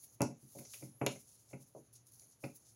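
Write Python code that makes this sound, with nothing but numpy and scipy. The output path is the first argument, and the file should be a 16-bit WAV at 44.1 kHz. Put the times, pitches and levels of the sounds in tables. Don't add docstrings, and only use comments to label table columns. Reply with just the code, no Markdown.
import sys
import numpy as np
from scipy import signal
from scipy.fft import rfft, irfft
from scipy.io import wavfile
from scipy.ndimage import uniform_filter1d

SR = 44100
rng = np.random.default_rng(int(sys.argv[2]) if len(sys.argv) > 2 else 0)


def log_audio(samples):
    frames = np.atleast_2d(samples).T
    limited = np.clip(frames, -1, 1)
    pcm = np.round(limited * 32767).astype(np.int16)
    wavfile.write(sys.argv[1], SR, pcm)


def rack_gain(trim_db):
    fader = np.asarray(trim_db, float)
    return 10 ** (fader / 20)


N = 121275
T = np.arange(N) / SR

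# start_s, body_db, boom_db, knock_db, damping (share of full ring time)
LANDINGS = [(.199, -47.5, -52, -59, .4), (0.206, -27.5, -23, -42, 0.68), (.218, -25, -33, -41, 0.57),
            (.24, -36.5, -24, -68, 0.34), (0.284, -44.5, -40, -70, 0.93), (.31, -53.5, -63.5, -67, .9),
            (0.428, -73, -47.5, -89, 0.75), (.551, -46.5, -44, -74, 0.88), (0.585, -49.5, -40, -54, 0.65),
            (.571, -58, -57, -75, .7), (.608, -48.5, -57, -69, .7), (.628, -68, -78, -72, .6),
            (.651, -57, -70, -60.5, .5), (0.737, -58.5, -67, -55, .8), (.808, -58, -53.5, -70, .6),
            (0.823, -47, -37, -55.5, 0.73), (0.871, -65.5, -49, -79, 0.74), (.945, -65, -63, -89, .6),
            (1.009, -51, -57, -54, .3), (1.014, -28.5, -28, -42, 0.72), (1.036, -33, -47, -49, 0.27),
            (1.0638, -25, -30.5, -36, 0.46), (1.115, -44.5, -41.5, -58, 0.79),
            (1.158, -48.5, -44.5, -54.5, 0.47), (1.51, -56, -67, -66, 0.45),
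            (1.5305, -41.5, -36, -49, 0.69), (1.598, -63, -52, -93, 0.87), (1.7495, -41, -49.5, -95, 0.92),
            (1.788, -86, -42, -103, 0.41), (2.218, -63, -89, -71.5, 0.74), (2.43, -50, -51, -71, 0.65),
            (2.4379, -36, -30, -42.5, 0.58), (2.488, -55, -67.5, -73, .9), (0.038, -67, -80, -69, 0.3)]
# mode_hz, level_db, t60_s
BOOM_MODES = [(112, -23, 0.05), (138.2, 4.5, 0.22), (185.6, 1.5, 0.17), (232, -1, 0.24), (265, 3.5, 0.17),
              (301.8, 7.5, 0.15), (333.5, 0, 0.16)]
# mode_hz, level_db, t60_s
BODY_MODES = [(376, -2, .14), (411, 4, .16), (466, -2, .14), (535, 0, .15), (569, 4, .12), (600, 3, .11),
              (690, 1, .12), (785, -1, .13), (819, -4, .15), (891, -4, .13), (941, -3, .12),
              (1052, -6, .11), (1130, -9, .1), (1210, -11, .09)]
# mode_hz, level_db, t60_s
KNOCK_MODES = [(1308, 9.5, .07), (1450, 5.5, 0.12), (1604, -2.5, 0.12), (1850, -12, .1), (2000, -2, .1),
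               (2090, 3, .11), (2160, 2, .12), (2340, 10, .055), (2440, 0, .1), (2510, 3, .12),
               (2654, 8, .045), (2730, -3.5, 0.11), (2860, -9, 0.14), (2945, -13, 0.093)]
# start_s, level_db, colour_hz, length_s
TIP_CLICKS = [(0.149, -67, 9300, 0.0032), (0.206, -42, 8900, 0.0042), (0.2184, -23.5, 8030, 0.0014),
              (0.2255, -34, 6500, 0.003), (.233, -42, 6800, .006), (0.586, -49.5, 4100, 0.0047),
              (.65, -46.5, 5900, 0.015), (0.737, -41, 2560, 0.00055), (0.742, -40.5, 2600, 0.003),
              (1.014, -54, 7400, .012), (1.0641, -23.5, 7400, 0.00097), (1.067, -23, 2780, 0.0065),
              (1.362, -64, 4200, .01), (1.488, -60, 6000, .006), (1.928, -55.5, 10500, .006),
              (2.0604, -62, 9700, .003), (2.068, -53, 9700, 0.005), (2.12, -56, 10500, .006),
              (2.157, -60, 6600, .006), (2.196, -45.5, 7400, 0.003), (2.219, -58, 6800, 0.003),
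              (2.4036, -60, 9500, .005), (2.54, -63, 10500, 0.0036), (2.6585, -60, 7000, .005),
              (2.31, -61.5, 7100, 0.0051), (2.441, -47.5, 4560, 0.0084)]
# peak_s, level_db, rise_s, fall_s, colour_hz
BRAID_STROKES = [(0.044, -55, 0.039, 0.033, 11940), (0.148, -64, 0.025, 0.0093, 12500),
                 (.43, -64.5, .03, 0.044, 9700), (0.531, -58.5, 0.062, 0.026, 11200),
                 (0.591, -55, .04, 0.078, 10400), (.67, -57.5, .03, 0.15, 7900),
                 (.745, -56.5, 0.024, 0.15, 10500), (0.848, -68, 0.072, 0.017, 9200),
                 (1.119, -58.5, 0.061, 0.084, 8100), (1.2, -62, 0.012, 0.051, 9800),
                 (1.339, -63, 0.07, 0.14, 9000), (1.51, -62.5, 0.03, 0.042, 8330),
                 (1.62, -64.5, 0.024, 0.03, 9800), (1.685, -63, .015, 0.025, 10500),
                 (1.43, -77.5, .03, .02, 10500), (1.937, -60, 0.0069, .02, 10800),
                 (1.961, -55, 0.01, 0.018, 8000), (2.074, -63, 0.0079, .03, 10100),
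                 (2.139, -59, 0.016, 0.07, 11600), (2.21, -78, 0.09, 0.21, 8100),
                 (2.32, -61, 0.0091, .03, 7900), (2.45, -57.5, 0.036, 0.066, 10000),
                 (2.561, -57, 0.015, .02, 11600), (2.626, -69, .01, 0.015, 8000),
                 (2.69, -56.5, 0.032, 0.021, 8000)]
# time_s, ridges_per_s, level_db
RIDGE_SLIDE = [
    (.86, 374, -20),
    (.9, 378, -2),
    (.94, 382, -2),
    (.97, 401, 0),
    (.995, 411, 0),
    (1.02, 403, 0),
    (1.05, 387, -2),
    (1.075, 378, -15),
]
# centre_hz, width_hz, level_db
FRICTION_BANDS = [(4400, 1200, -95), (6600, 1400, -83.5), (10400, 2600, -81), (12600, 1200, -89.5),
                  (15000, 1500, -95)]
# time_s, level_db
FINGER_ACTIVITY = [(0, 9), (.19, -2), (.38, -2), (.6, 11), (.88, -3.5), (.98, -7), (1.1, 11.5), (1.4, -13),
                   (1.56, -3), (1.8, 5), (1.91, -3), (2.03, -4), (2.25, 8.5), (2.38, -3), (2.5, 5),
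                   (2.6, 1.5), (2.75, 4)]
# centre_hz, t60_s
ROOM_DECAY = [(120, 0.23), (500, 0.14), (2500, 0.2), (7000, 0.23), (13000, 0.037)]
# freq_hz, density_db_per_hz
HUSH_SPECTRUM = [(25, -15), (60, 0), (117, -0.5), (400, -8.5), (1700, -21), (3800, -25), (8000, -35.5),
                 (16000, -38)]
# freq_hz, gain_db
MIC_RESPONSE = [(3500, 1.5), (5200, 4), (6700, 7), (8200, -9), (10300, 7), (11800, 2), (13700, -5.5),
                (15300, 3)]


def unit(x):
    return x / np.sqrt(np.mean(x ** 2))


def curve(points, hz):
    p = np.array(points, float)
    return np.interp(np.log(np.maximum(hz, 1)), np.log(p[:, 0]), p[:, 1])


def colour(x, points):
    log_gain = curve(points, np.fft.rfftfreq(4096, 1 / SR)) * np.log(10) / 20
    cepstrum = irfft(log_gain)
    cepstrum[1:2048] *= 2
    cepstrum[2049:] = 0
    impulse = irfft(np.exp(rfft(cepstrum)))
    return signal.fftconvolve(x, impulse)[:len(x)]


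def reson(x, hz, width_hz):
    b, a = signal.iirpeak(min(hz, .45 * SR), hz / width_hz, fs=SR)
    return signal.lfilter(b, a, x)


def walk(rate_hz):
    k = int(SR / rate_hz)
    steps = np.repeat(rng.standard_normal(N // 50), k)[:N]
    return unit(uniform_filter1d(uniform_filter1d(steps, k), k))


def crackle(grain_db):
    return rng.standard_normal(N) * rack_gain(grain_db * rng.exponential(size=N))


def ring(hz, db, t60_s, rise_s, chance):
    scatter_db, slur_rad, drift = 1.5, .4, .02
    t = T[:SR // 4, None]
    phase = 2 * np.pi * hz * (1 + drift * chance[2]) * t + slur_rad * chance[0]
    waves = np.sin(phase) * rack_gain(db + scatter_db * chance[1] - 60 * t / t60_s)
    onset = 1 - np.exp(-(t[:, 0] / rise_s) ** 2)
    return waves.sum(axis=1) * onset / np.sqrt(len(hz))


def thumps():
    below_share = .35
    # modes, rise_s, heart_hz (where soft landings gather), focus_db (lost per octave away)
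    parts = [(np.array(BOOM_MODES).T, 0.0016, 150, 7),
             (np.array(BODY_MODES).T, 0.00063, 540, 9),
             (np.array(KNOCK_MODES).T, 0.00064, 2330, 35)]
    out = np.zeros(N + SR)
    chance = rng.standard_normal((40, 3, 3, 14))
    for (start_s, body_db, boom_db, knock_db, damping), luck in zip(LANDINGS, chance):
        soft = np.clip((-30 - body_db) / 10, 0, 1)
        i = int(start_s * SR)
        levels_db = (boom_db, body_db, knock_db)
        for (modes, rise_s, heart_hz, focus_db), level_db, draw in zip(parts, levels_db, luck):
            hz, mode_db, t60_s = modes
            octaves = np.log2(hz / heart_hz)
            loss_db = focus_db * soft * np.maximum(octaves, -below_share * octaves)
            db = mode_db + level_db - loss_db
            sound = ring(hz, db, t60_s * max(damping, .1), rise_s * (1 + soft), draw[:, :len(hz)])
            out[i:i + len(sound)] -= sound
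    return signal.sosfilt(signal.butter(3, 105, "high", fs=SR, output="sos"), out[:N])


def ticks():
    snap_s = .004
    out = np.zeros(N + SR)
    patters = rng.standard_normal((40, SR // 20))
    for (start_s, db, hz, length_s), patter in zip(TIP_CLICKS, patters):
        impacts = np.r_[-snap_s / length_s, patter]
        decay = np.exp(-np.arange(len(impacts)) / (max(length_s, 2e-4) * SR))
        width_hz = hz * (.18 + .0005 / length_s)
        click = reson(reson(impacts * decay, hz, width_hz), hz, hz * 1.8)
        i = int(start_s * SR)
        out[i:i + len(click)] += rack_gain(db) * click
    return out[:N]


def rustle():
    grain_db, flicker_db = 2.0, 2.5
    grains = unit(crackle(grain_db)) * rack_gain(flicker_db * walk(60))
    out = np.zeros(N)
    for peak_s, db, rise_s, fall_s, hz in BRAID_STROKES:
        a = max(int((peak_s - 5 * rise_s) * SR), 0)
        b = min(int((peak_s + 7 * fall_s) * SR), N)
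        d = T[a:b] - peak_s
        swell = np.where(d < 0, np.exp(-(d / rise_s) ** 2), 1 / np.cosh(2.22 * d / fall_s))
        stroke = reson(grains[a:b] * swell, hz, hz * 0.73)
        out[a:b] += rack_gain(db) * reson(stroke, hz, hz * 0.99)
    return out


def sing():
    level_db, centre_hz, width_hz, roughness = -73, 10900, 560, .0016
    time_s, rate, db = np.array(RIDGE_SLIDE, float).T

    def smooth(v):
        return uniform_filter1d(np.interp(T, time_s, v), SR // 60)

    f0 = smooth(rate) * (1 + roughness * walk(150))
    phase = 2 * np.pi * np.cumsum(f0) / SR
    moving_hz = centre_hz * f0 / 395
    tone = np.zeros(N)
    for k in range(23, 31):
        weight = np.exp(-((k * f0 - moving_hz) / width_hz) ** 2)
        tone += weight * rack_gain(2.7 * walk(40)) * np.sin(k * phase + k * k)
    return tone * rack_gain(level_db + smooth(db)) * (T > time_s[0]) * (T < time_s[-1])


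def fidget():
    swing_db, flutter_db, grain_db = 2.5, 1.5, 2.5
    busy_db = np.interp(T, *np.array(FINGER_ACTIVITY).T) + flutter_db * walk(45)
    out = np.zeros(N)
    for hz, width_hz, db in FRICTION_BANDS:
        band = reson(reson(crackle(grain_db), hz, width_hz), hz, width_hz)
        out += unit(band) * rack_gain(db + busy_db + swing_db * walk(32))
    return out


def room(x):
    wet_db, first_echo_s = -10, 0.011
    t = T[:SR // 2]
    tail = np.zeros(len(t))
    for hz in 100 * 2 ** np.arange(0, 7.6, .5):
        band = reson(rng.standard_normal(len(t)), hz, hz * 0.49)
        tail += band * rack_gain(-60 * t / curve(ROOM_DECAY, hz))
    tail *= 1 - np.exp(-t / first_echo_s)
    tail /= np.sqrt(np.sum(tail ** 2))
    return x + rack_gain(wet_db) * signal.fftconvolve(x, tail)[:N]


def air():
    hush_db, drone_db, drone_hz = -75, -74, 113
    hush = unit(colour(rng.standard_normal(N), HUSH_SPECTRUM)) * rack_gain(hush_db + 1.0 * walk(1.9))
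    drone = reson(reson(rng.standard_normal(N), drone_hz, 11), drone_hz, 40)
    return hush + unit(drone) * rack_gain(drone_db + 1.5 * walk(5))


def scene():
    contacts = thumps() + ticks() + rustle() + sing()
    return (room(contacts) + fidget() + air())[None]


def top_cut(x):
    return signal.sosfilt(signal.butter(12, 16660, fs=SR, output="sos"), x)


def record(dry):
    x = colour(dry[0], MIC_RESPONSE)
    x = signal.sosfilt(signal.butter(1, 60, "high", fs=SR, output="sos"), x)
    x = signal.sosfilt(signal.ellip(8, .5, 35, 15900, fs=SR, output="sos"), x)
    return top_cut(x[None])


dry = scene()
out = record(dry)
log_audio(out)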